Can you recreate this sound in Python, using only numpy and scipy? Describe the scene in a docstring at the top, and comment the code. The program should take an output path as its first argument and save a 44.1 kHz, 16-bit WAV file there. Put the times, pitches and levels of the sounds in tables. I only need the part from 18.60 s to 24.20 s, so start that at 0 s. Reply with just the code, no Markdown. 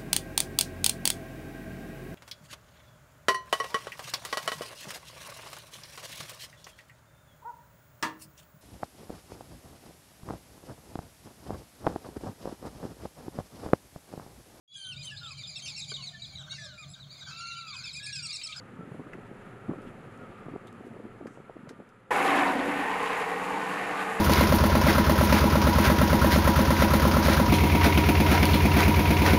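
"""On deck at sea. First, water washes round a small floating wreck under a thin whirr, while eddies of
wind pluck at the microphone and a few sharp ticks sound, the first with a ringing knock.
At 3.5 s, all at once, a patrol boat runs past close by. Its big diesel clatters and slowly gains speed,
the firings boom in the shifting resonances of the exhaust, and the wake hisses along the hull."""
import sys
import numpy as np
from scipy import signal
from scipy.fft import rfft, irfft, next_fast_len
from scipy.io import wavfile
from scipy.ndimage import uniform_filter1d, map_coordinates

SR = 44100
rng = np.random.default_rng(int(sys.argv[2]) if len(sys.argv) > 2 else 0)


def bounce(signal):
    """Save signal as a 16-bit WAV file at the path given by the first command-line argument."""
    frames = np.transpose(np.atleast_2d(signal))
    limited = np.clip(frames, -1, 1)
    pcm = np.round(limited * 32767).astype(np.int16)
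    wavfile.write(sys.argv[1], SR, pcm)


N = 246959
T = np.arange(N) / SR


def from_db(db):
    """Decibels to gain."""
    return 10 ** (np.asarray(db) / 20)


def rms_one(x):
    """Scale to unit rms."""
    return x / np.sqrt(np.mean(x ** 2) + 1e-20)


def in_time(rows):
    """Each column after the time column, interpolated at every sample."""
    s, *columns = np.transpose(rows)
    return [np.interp(T, s, c) for c in columns]


def drift(rate_hz):
    """Smooth random wander with a spread of about 1."""
    hop, settle = 40, 2000
    pole = np.exp(-2 * np.pi * hop * rate_hz / SR)
    noise = rng.standard_normal(N // hop + settle + 2)
    slow = signal.lfilter([1], [1, -2 * pole, pole * pole], noise)[settle:]
    return np.interp(np.arange(N) / hop, np.arange(len(slow)), rms_one(slow))


def swell(at_s, half_width_s):
    """A bell-shaped rise and fall with peak 1."""
    return np.exp(-np.minimum(((T - at_s) / half_width_s) ** 2, 50))


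def tone(turns, wobble_rad, wobble_hz):
    """A sine whose phase wanders; rms 1."""
    return np.sqrt(2) * np.sin(2 * np.pi * turns + wobble_rad * drift(wobble_hz))


def filtered(x, hz, kind):
    """A gentle low-, high- or band-pass."""
    return signal.sosfilt(signal.butter(2, hz, kind, fs=SR, output="sos"), x)


def sliding_band(x, centre_hz, width_hz):
    """A resonance whose centre may move; rms 1."""
    turn = np.exp(2j * np.pi * np.cumsum(centre_hz * np.ones(N)) / SR)
    return rms_one((filtered(x / turn, width_hz / 2, "low") * turn).real)


def coloured(x, spectrum):
    """Shape a sound to a spectrum that falls 48 dB an octave beyond its ends; rms 1."""
    hz, db = np.transpose(spectrum)
    size = next_fast_len(N)
    f = np.maximum(np.arange(size // 2 + 1) * SR / size, 1)
    octaves_outside = np.maximum(np.log2(hz[0] / f), 0) + np.maximum(np.log2(f / hz[-1]), 0)
    gain = from_db(np.interp(np.log(f), np.log(hz), db) - 48 * octaves_outside)
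    return rms_one(irfft(rfft(x, size) * gain, size)[:N])


def fizz(per_s, spread_db, hiss_db):
    """Tiny bubbles of uneven size burst over a smooth hiss."""
    sizes = from_db(spread_db * np.minimum(rng.exponential(1, N), 4)) * rng.choice([-1, 1], N)
    pops = sizes * (rng.random(N) < per_s / SR)
    return rms_one(pops) + from_db(hiss_db) * rng.standard_normal(N)


# The water round the wreck, heard from the deck. Each row: time in seconds, liveliness in dB.
SEA_LIVELINESS = [(0.0, -1), (0.3, 0.5), (1.5, 1.5), (2.4, -1), (2.9, -3.5), (3.2, -4), (3.47, -7.5)]
# Its low wash and its bright ripples. Each row: frequency in Hz, relative level in dB.
WASH_SPECTRUM = [(15, -48), (25, -6.5), (70, -22), (113, -1.5), (152, -6.5), (226, -3.5), (315, -10),
                 (432, -6.5), (475, -12.5), (514, -7), (612, -16.5), (752, -14), (1100, -36), (1430, -55),
                 (2420, -120)]
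RIPPLE_SPECTRUM = [(530, -29), (900, -2), (1090, -7.5), (1270, -8), (1550, -5), (1680, -4.5), (2330, -10.5),
                   (2590, -12.5), (3960, -25), (5700, -33.5), (7380, -27.5), (8400, -33), (9900, -27.5),
                   (13300, -41.5), (14900, -51)]

def sea(wash_db=-49.5, ripple_db=-58):
    """A low wash and fizzing ripples rise and fall with the water, the wash more widely."""
    lively_db, = in_time(SEA_LIVELINESS)
    wash_gain = from_db(wash_db + 1.38 * lively_db + 1.2 * drift(32))
    wash = wash_gain * coloured(rng.standard_normal(N), WASH_SPECTRUM)
    ripple_gain = from_db(ripple_db + lively_db + .5 * drift(21))
    bubbles = fizz(per_s=3000, spread_db=16, hiss_db=24)
    return wash + ripple_gain * coloured(bubbles, RIPPLE_SPECTRUM)


# A faint whirr out over the water. Each row: time in seconds, level in dB.
WHIRR_LEVEL = [(0, -61), (.65, -61.5), (.8, -56.5), (1.3, -58), (1.5, -60), (1.7, -56), (2.15, -56.5),
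               (2.3, -64.5), (2.6, -60), (3.45, -64)]
# Where it sings out. Each row: time of the peak in seconds, level in dB, pitch in Hz.
WHIRR_NOTES = [(0.22, -50, 1330), (1.06, -57, 1265), (1.61, -54.5, 1410), (1.65, -51.5, 1280),
               (1.81, -56, 1226), (2.51, -58.5, 1345), (2.86, -61, 1350), (3.16, -57, 1200)]

def whirr(rise_s=.021, fall_s=.031):
    """A narrow band of noise wavers, and brief tones swell out of it."""
    notes = 0
    for s, db, hz in WHIRR_NOTES:
        envelope = np.exp(-np.maximum((s - T) / rise_s, (T - s) / fall_s))
        notes += from_db(db) * envelope * tone(hz * T, wobble_rad=.5, wobble_hz=25)
    gain = from_db(in_time(WHIRR_LEVEL)[0] + drift(6.4))
    return notes + gain * sliding_band(rng.standard_normal(N), 1300 + 25 * drift(.44), width_hz=230)


# Crests, faint on the open water, later loud against the hull. Each row: time of the peak in seconds,
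# half-width in seconds, level in dB, centre in Hz, bandwidth in Hz.
BREAKING_CRESTS = [(0.346, 0.055, -77, 9000, 4000), (1.279, 0.019, -61, 2850, 800),
                   (1.27, .07, -76, 9000, 5000), (1.786, 0.22, -62.5, 1970, 1040),
                   (2.079, 0.012, -62, 3460, 900), (2.267, .015, -71, 7520, 7000),
                   (2.732, 0.07, -73, 7210, 3000), (3.67, 0.026, -39.5, 3100, 1500),
                   (3.783, 0.024, -37, 2830, 1250), (3.882, 0.012, -43, 3720, 1400),
                   (3.987, .04, -44, 2800, 1200), (4.09, .015, -44, 2900, 1200),
                   (4.2, 0.048, -46, 2700, 1100), (4.315, .018, -47, 2600, 800),
                   (4.47, .016, -42.5, 2670, 900), (4.537, 0.037, -37, 1990, 895),
                   (4.62, 0.018, -39.5, 2100, 1390), (5.4, 0.034, -40.5, 2280, 1490),
                   (5.41, .03, -54, 8000, 6000), (5.53, .025, -56, 8000, 5000)]

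def crests():
    """Each breaking crest is a brief swell of fizzing bubbles."""
    foam = fizz(per_s=2300, spread_db=8.5, hiss_db=3)
    out = 0
    for s, half_width_s, db, hz, width in BREAKING_CRESTS:
        hiss = rms_one(filtered(foam, [hz - width / 2, hz + width / 2], "band"))
        out += from_db(db) * swell(s, half_width_s) * hiss
    return out


# Sharp ticks, heard from the deck. Each row: start in seconds, then the relative levels in dB
# of the whole tick, its rattle, its treble and its tail.
SHARP_TICKS = [(0.532, -56.5, 26, 1, 2), (1.219, -49, -7, -1, -12), (1.275, -55, 7, -10, -10),
               (1.575, -54, 1, 7, -16), (2.071, -50.5, -0.5, 8.5, -8), (2.127, -49, -10, 7, -21),
               (2.669, -55, 21.5, 0, 5), (3.089, -44.5, 16, -9, -6), (3.092, -39, 7, -6, -2.5),
               (3.29, -48, -10, -3, -11)]
# The rattle under a tick. Each row: frequency in Hz, relative level in dB.
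RATTLE_SPECTRUM = [(700, 4), (1250, 18), (1900, 17), (2600, 5.5), (3600, -7)]

def ticks(rise_s=.00036, crack_s=.0011, tail_s=.011):
    """A dry crack and a short rattling tail, each tick with its own brightness."""
    rattle = coloured(rng.standard_normal(N), RATTLE_SPECTRUM)
    edge = rms_one(filtered(rng.standard_normal(N), [2700, 6400], "band"))
    treble = rms_one(filtered(rng.standard_normal(N), [5500, 10600], "band"))
    out = np.zeros(N)
    for s, db, rattle_db, treble_db, tail_db in SHARP_TICKS:
        span = slice(int(s * SR), int((s + .1) * SR))
        age = T[span] - T[span][0]
        rise = 1 - np.exp(-age / rise_s)
        fall = np.exp(-age / crack_s) + from_db(tail_db) * np.exp(-age / tail_s)
        noise = from_db(rattle_db - 5) * rattle[span] + edge[span] + from_db(treble_db) * treble[span]
        out[span] += from_db(db - 13.5) * rise * fall * noise
    return out


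# The ring of the first tick. Each row: pitch in Hz, relative level in dB, seconds to fall by 60 dB.
RING_MODES = [(1389, -11, .09), (1760, -4, .035), (2000, 0, .025), (2600, -9, .028)]

def knock(start_s=.533, level_db=-34.5, rise_s=.00085):
    """One knock is hard enough to set a few modes ringing."""
    age = np.clip(T - start_s, 0, 1)
    ring = sum(from_db(level_db + db - 60 * age / t60) * np.sin(2 * np.pi * hz * age)
               for hz, db, t60 in RING_MODES)
    return (1 - np.exp(-age / rise_s)) * ring


def eddies(rows, width_cycles):
    """Each eddy is a short wiggle of pressure, given by its time, level and pitch."""
    out = np.zeros(N)
    for (s, db, hz), phase in zip(rows, rng.random(len(rows))):
        span = slice(max(int((s - .08) * SR), 0), int((s + .08) * SR))
        turns = (T[span] - s) * hz
        envelope = from_db(db) / np.cosh(np.clip(turns / width_cycles, -50, 50))
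        out[span] += envelope * np.cos(2 * np.pi * (turns + phase))
    return out


# Gusts across the microphone. Each row: start in seconds, length in seconds, typical eddy level in dB,
# typical pitch in Hz.
WIND_GUSTS = [(0.13, 0.23, -39.5, 240), (1.121, 0.17, -38, 376), (1.856, 0.097, -36.5, 302),
              (2.18, .3, -40, 316), (2.599, .12, -38.5, 316), (2.975, 0.16, -40.5, 280)]

def gusts(eddies_per_s=45, spread_octaves=.52, count=40):
    """Each gust sheds a flurry of small eddies at uneven intervals."""
    rows = []
    for start, length, db, hz in WIND_GUSTS:
        delay = (np.arange(count) + rng.random(count)) / eddies_per_s
        drop_db, pitch = rng.standard_normal((count, 2)).T
        flurry = np.c_[start + delay, db - drop_db, hz * 2 ** (spread_octaves * pitch)]
        rows += list(flurry[delay < length])
    return eddies(rows, width_cycles=.49)


# Hard buffets and one heavy thump, right on the microphone.
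# Each row: time in seconds, relative level in dB, pitch in Hz.
WIND_BUFFETS = [(0.21, -30, 230), (0.319, -28, 190), (0.347, -30, 340), (0.354, -33, 280),
                (0.397, -25, 222), (0.405, -28.5, 250), (0.416, -33, 237), (0.468, -30.5, 228),
                (0.475, -33, 171), (0.55, -32, 300), (0.556, -30, 252), (0.586, -30.5, 209),
                (0.715, -33.5, 300), (1.087, -25, 160), (1.1, -19, 370), (1.11, -28, 620),
                (1.116, -21.5, 316), (1.1357, -24, 400), (1.159, -34, 447), (1.188, -29, 310),
                (1.866, -28.5, 216), (1.886, -25.5, 358), (1.939, -25, 264), (1.962, -21, 400),
                (2.052, -32.5, 277), (2.209, -29.5, 340), (2.269, -30.5, 366), (2.316, -31, 213),
                (2.366, -30.5, 407), (2.4, -29, 404), (2.453, -26.5, 310), (2.613, -27, 380.5),
                (2.632, -33, 279), (2.659, -25, 370), (2.775, -32, 437), (2.803, -30.5, 352),
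                (2.898, -27.5, 490), (2.968, -29.5, 360), (3.06, -37, 300), (3.074, -33, 507),
                (3.11, -31, 401), (3.194, -37, 283), (3.202, -27.5, 327), (3.224, -37, 303)]
WIND_THUMP = [(1.0955, -18.5, 255)]
# The crisp edge of a buffet. Each row: frequency in Hz, relative level in dB.
SPUTTER_SPECTRUM = [(380, 6), (650, 3.5), (1000, -2.5), (1500, -9.5)]

def wind(scatter_s=.00647, snap_s=.0045):
    """Amid the gusts, hard eddies hit the microphone, each with a sputter and a weaker eddy near it."""
    s, db, hz = np.transpose(WIND_BUFFETS)
    when, size, pitch = rng.standard_normal((len(s), 3)).T
    weaker = np.c_[s + scatter_s * when, db - 14 + 1.5 * size, .8 * hz * np.exp(.2 * pitch)]
    snaps = sum(from_db(level) * swell(at, snap_s) for at, level in zip(s, db))
    sputter = from_db(-20.5) * snaps * coloured(rng.standard_normal(N), SPUTTER_SPECTRUM)
    buffets = from_db(-2.5) * eddies(WIND_BUFFETS, width_cycles=.23) + eddies(weaker, width_cycles=1)
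    pressure = buffets + sputter + gusts() + eddies(WIND_THUMP, width_cycles=.4)
    return filtered(pressure, 95, "high")   # the microphone passes little deep bass


# The wake along the passing hull. Each row: time in seconds, relative level in dB.
WAKE_LEVEL = [(3.52, 2.5), (3.69, 3.5), (3.88, 0.5), (3.96, -1.5), (4.3, -1.8), (4.62, -1.5), (4.71, -4),
              (4.85, -2), (5.03, -3.5), (5.12, -1.5), (5.26, -3), (5.4, -1.8), (5.6, -3.5)]
# Its spray. Each row: frequency in Hz, relative level in dB.
SPRAY_SPECTRUM = [(2650, -8), (4500, 0.5), (5150, -7.5), (5990, -5), (6930, 0), (8770, -4.5), (10300, -1),
                  (13600, -13.5), (14900, -21)]

def spray(level_db=-50, surge_db=1.3, split_hz=7000):
    """Two sheets of spray hiss, one duller and one brighter, each surging by itself."""
    wake_db = level_db + in_time(WAKE_LEVEL)[0]
    out = 0
    for kind in ("low", "high"):
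        sheet = coloured(fizz(per_s=3100, spread_db=5, hiss_db=1), SPRAY_SPECTRUM)
        out += from_db(wake_db + surge_db * drift(5.1)) * filtered(sheet, split_hz, kind)
    return out


def firings(cycle, repeat_share, uneven_db, decay_slots=.99, cylinders=16, size=4410):
    """Cylinders fire in turn, each repeating its own burst every cycle, mixed with fresh turbulence."""
    slot = np.arange(size) * cylinders / size
    strengths = from_db(uneven_db * rng.standard_normal(cylinders))
    envelope = strengths[slot.astype(int)] * np.exp(-(slot % 1) / decay_slots)
    position = cycle % 1 * size
    bursts = rms_one(irfft(np.exp(2j * np.pi * rng.random(size // 2 + 1)), size))
    repeating = map_coordinates(bursts, [position], order=3, mode="grid-wrap")
    noise = np.sqrt(repeat_share) * repeating + np.sqrt(1 - repeat_share) * rng.standard_normal(N)
    return np.interp(position, np.arange(size), envelope) * noise


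# The midrange of engine and water, close by. Each row: frequency in Hz, relative level in dB.
CLATTER_SPECTRUM = [(540, -12.5), (590, -1.5), (700, -2.5), (1000, 0.5), (1220, 3.5), (1350, -1.5),
                    (1520, 0), (1850, -2), (2150, -0.5), (2400, -4), (2700, -5.5), (3350, -16),
                    (3900, -17.5), (4150, -25), (5500, -27)]

def clatter_and_churn(cycle, pass_db):
    """The firings clatter, and bubbles churn along the hull in the same range of pitch."""
    clatter_gain = from_db(-34.5 + pass_db + .5 * drift(23))
    clatter = coloured(firings(cycle, repeat_share=.55, uneven_db=2), CLATTER_SPECTRUM)
    churn = coloured(fizz(per_s=3400, spread_db=2, hiss_db=6.5), CLATTER_SPECTRUM)
    return clatter_gain * clatter + from_db(-36.5 + pass_db) * churn


# The deep boom off the stern. Each row: frequency in Hz, relative level in dB.
RUMBLE_SPECTRUM = [(18, -38), (50, -12), (110, -16), (170, -9.5), (225, 2), (290, -1), (375, 9), (420, -19),
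                   (550, 3.5)]

def rumble(cycle, stern_db):
    """Uneven, mostly turbulent firings boom while the stern is near."""
    pulses = firings(cycle, repeat_share=.2, uneven_db=3)
    return from_db(-36.5 + stern_db) * coloured(pulses, RUMBLE_SPECTRUM)


# Machinery aboard the passing boat. Each row: pitch in Hz, relative level in dB.
MACHINE_WHINES = [(1497, -42), (1722, -49), (2083, -52), (2639, -49.5)]

def whines(stern_db, waver_db=5.5):
    """Machinery sings in wavering tones, strongest while the stern is near."""
    return sum(from_db(db + .95 * stern_db + waver_db * drift(9.6))
               * tone(hz * T, wobble_rad=1.76, wobble_hz=7.6) for hz, db in MACHINE_WHINES)


# The diesel's drone. Each row: multiple of the cycle rate (rounded when played), relative level in dB,
# share of the stern's level that it follows.
DIESEL_ORDERS = [(17, -55.5, -0.033), (19, -52, -0.11), (26, -49, 0.94), (29, -42.5, 0.93),
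                 (44, -47, -0.0095), (50, -45, 0.39), (59, -46, 0.6), (66.9, -46, 0.54), (78.7, -49, 0.4),
                 (86.3, -49, 0.52), (94.7, -51, 0.81), (104.6, -51, 0.073), (112.5, -53, 0.49),
                 (125, -55, 0.67), (155.4, -53, -0.045)]

def engine_orders(cycle, stern_db, waver_db=2.5):
    """The strongest harmonics of the engine cycle stand out as wavering tones."""
    out = 0
    for multiple, db, share in DIESEL_ORDERS:
        harmonic = tone(round(multiple) * cycle + rng.random(), wobble_rad=.44, wobble_hz=4.2)
        out += from_db(db + share * stern_db + waver_db * drift(2.35)) * harmonic
    return out


# The exhaust's lowest resonance, which stays put. Each row: centre in Hz, width in Hz, level in dB.
EXHAUST_BASS = [(184, 56, -49.5)]
# Five higher ones slide and swell as the boat moves past the microphone.
# Each row: time in seconds, centre in Hz, level in dB.
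EXHAUST_GROWL = [(3.52, 292, -41.5), (3.66, 285, -34.5), (3.8, 272.5, -32), (3.97, 278.3, -33),
                 (4.15, 280, -35.5), (4.35, 279, -46.5), (5.6, 286, -47.5)]
EXHAUST_DRONE = [(3.52, 450, -30.5), (3.66, 478, -38), (3.78, 462, -43), (4.1, 510, -38.5), (4.2, 452, -42),
                 (4.36, 461, -38.5), (4.9, 471, -39), (5.08, 444, -45), (5.25, 460, -42), (5.6, 457, -46)]
EXHAUST_HOWL = [(3.52, 854, -29.5), (3.6, 793, -29.5), (3.73, 781, -29.5), (3.87, 734, -31),
                (3.98, 720, -38.5), (4.15, 794, -40.5), (4.29, 885, -34), (4.55, 840, -35), (4.7, 805, -34),
                (4.85, 884, -38.5), (4.96, 874, -33.5), (5.12, 814, -42), (5.21, 760, -36.5),
                (5.41, 802, -37.5), (5.6, 790, -39)]
EXHAUST_UPPER_HOWL = [(3.52, 956, -31), (3.61, 915, -40), (3.68, 1113, -33.5), (3.85, 972, -32),
                      (4.0, 930, -41.5), (4.27, 920, -44.5), (4.48, 1055, -35), (4.66, 1030, -39.5),
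                      (4.82, 1090, -41.5), (5.05, 1000, -38.5), (5.25, 1146, -45.5), (5.42, 1190, -40),
                      (5.6, 1165, -48)]
EXHAUST_RASP = [(3.55, 1810, -39), (3.63, 1810, -42), (3.74, 1735, -35), (3.92, 1890, -42.5),
                (4.13, 1810, -42), (4.33, 1870, -40.5), (4.5, 1910, -41.5), (4.7, 1884, -39.5),
                (4.88, 1880, -50), (5.05, 1800, -42), (5.19, 1830, -39.5), (5.32, 1835, -45),
                (5.6, 1800, -46)]
# Those five in order. Each row: width in Hz, widening in octaves once the stern is far.
EXHAUST_WIDTHS = [(32, 0), (75, 0), (70, 1.0), (100, 0), (120, 0)]

def exhaust(cycle, stern_db, wander_db=1.43):
    """The firings boom in six resonances, each swelling and sinking by itself."""
    pulses = firings(cycle, repeat_share=.45, uneven_db=1)
    resonances = [(hz, width, 0, db) for hz, width, db in EXHAUST_BASS]
    slides = EXHAUST_GROWL, EXHAUST_DRONE, EXHAUST_HOWL, EXHAUST_UPPER_HOWL, EXHAUST_RASP
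    for slide, (width, widening) in zip(slides, EXHAUST_WIDTHS):
        hz, db = in_time(slide)
        resonances.append((hz, width, widening, db))
    away = np.clip(-stern_db / 10, 0, 1)
    out = 0
    for hz, width, widening, db in resonances:
        boom = sliding_band(pulses, hz, width)
        if widening:
            boom = (1 - away) * boom + away * sliding_band(pulses, hz, width * 2 ** widening)
        boom /= np.sqrt(uniform_filter1d(boom ** 2, size=3000) + 1e-6)   # an even load holds it steady
        out += from_db(db + wander_db * drift(4.7)) * boom
    return out


# The diesel gaining speed. Each row: time in seconds, four-stroke cycles per second.
DIESEL_SPEED = [(3.5, 9.63), (4.1, 9.9), (4.5, 9.94), (4.85, 10.02), (5.6, 10.24)]
# The boat passing close to the microphone, and the boom of its stern, strongest when near.
# Each row: time in seconds, relative level in dB.
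PASS_LEVEL = [(3.52, 3.5), (3.64, 3.5), (3.76, 6), (3.97, -2), (4.55, -0.5), (4.72, -4), (4.95, -3.5),
              (5.2, -2), (5.6, -3.5)]
STERN_LEVEL = [(3.52, -6.5), (3.72, 2), (4.1, -3), (4.35, -11), (4.62, -20), (4.97, -10.5), (5.6, -14)]

def patrol_boat():
    """One diesel drives clatter, rumble, exhaust and drone, amid whines and spray."""
    cycle = np.cumsum(in_time(DIESEL_SPEED)[0]) / SR
    pass_db, stern_db = in_time(PASS_LEVEL)[0], in_time(STERN_LEVEL)[0]
    hull = clatter_and_churn(cycle, pass_db) + rumble(cycle, stern_db) + whines(stern_db) + spray()
    return hull + exhaust(cycle, stern_db) + engine_orders(cycle, stern_db)


def scene(boat_s=3.507, crossfade_s=.002):
    """Open water gives way abruptly to the boat; crests break through both. Mono."""
    boat_on = np.clip((T - boat_s) / crossfade_s + .5, 0, 1)
    open_water = sea() + whirr() + wind() + ticks() + knock()
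    return ((1 - boat_on) * open_water + boat_on * patrol_boat() + crests())[None]


def record(dry, cutoff_hz=15000):
    """The highest treble is cut steeply."""
    return signal.sosfilt(signal.ellip(10, .1, 70, cutoff_hz, fs=SR, output="sos"), dry)


dry = scene()
out = record(dry)
bounce(out)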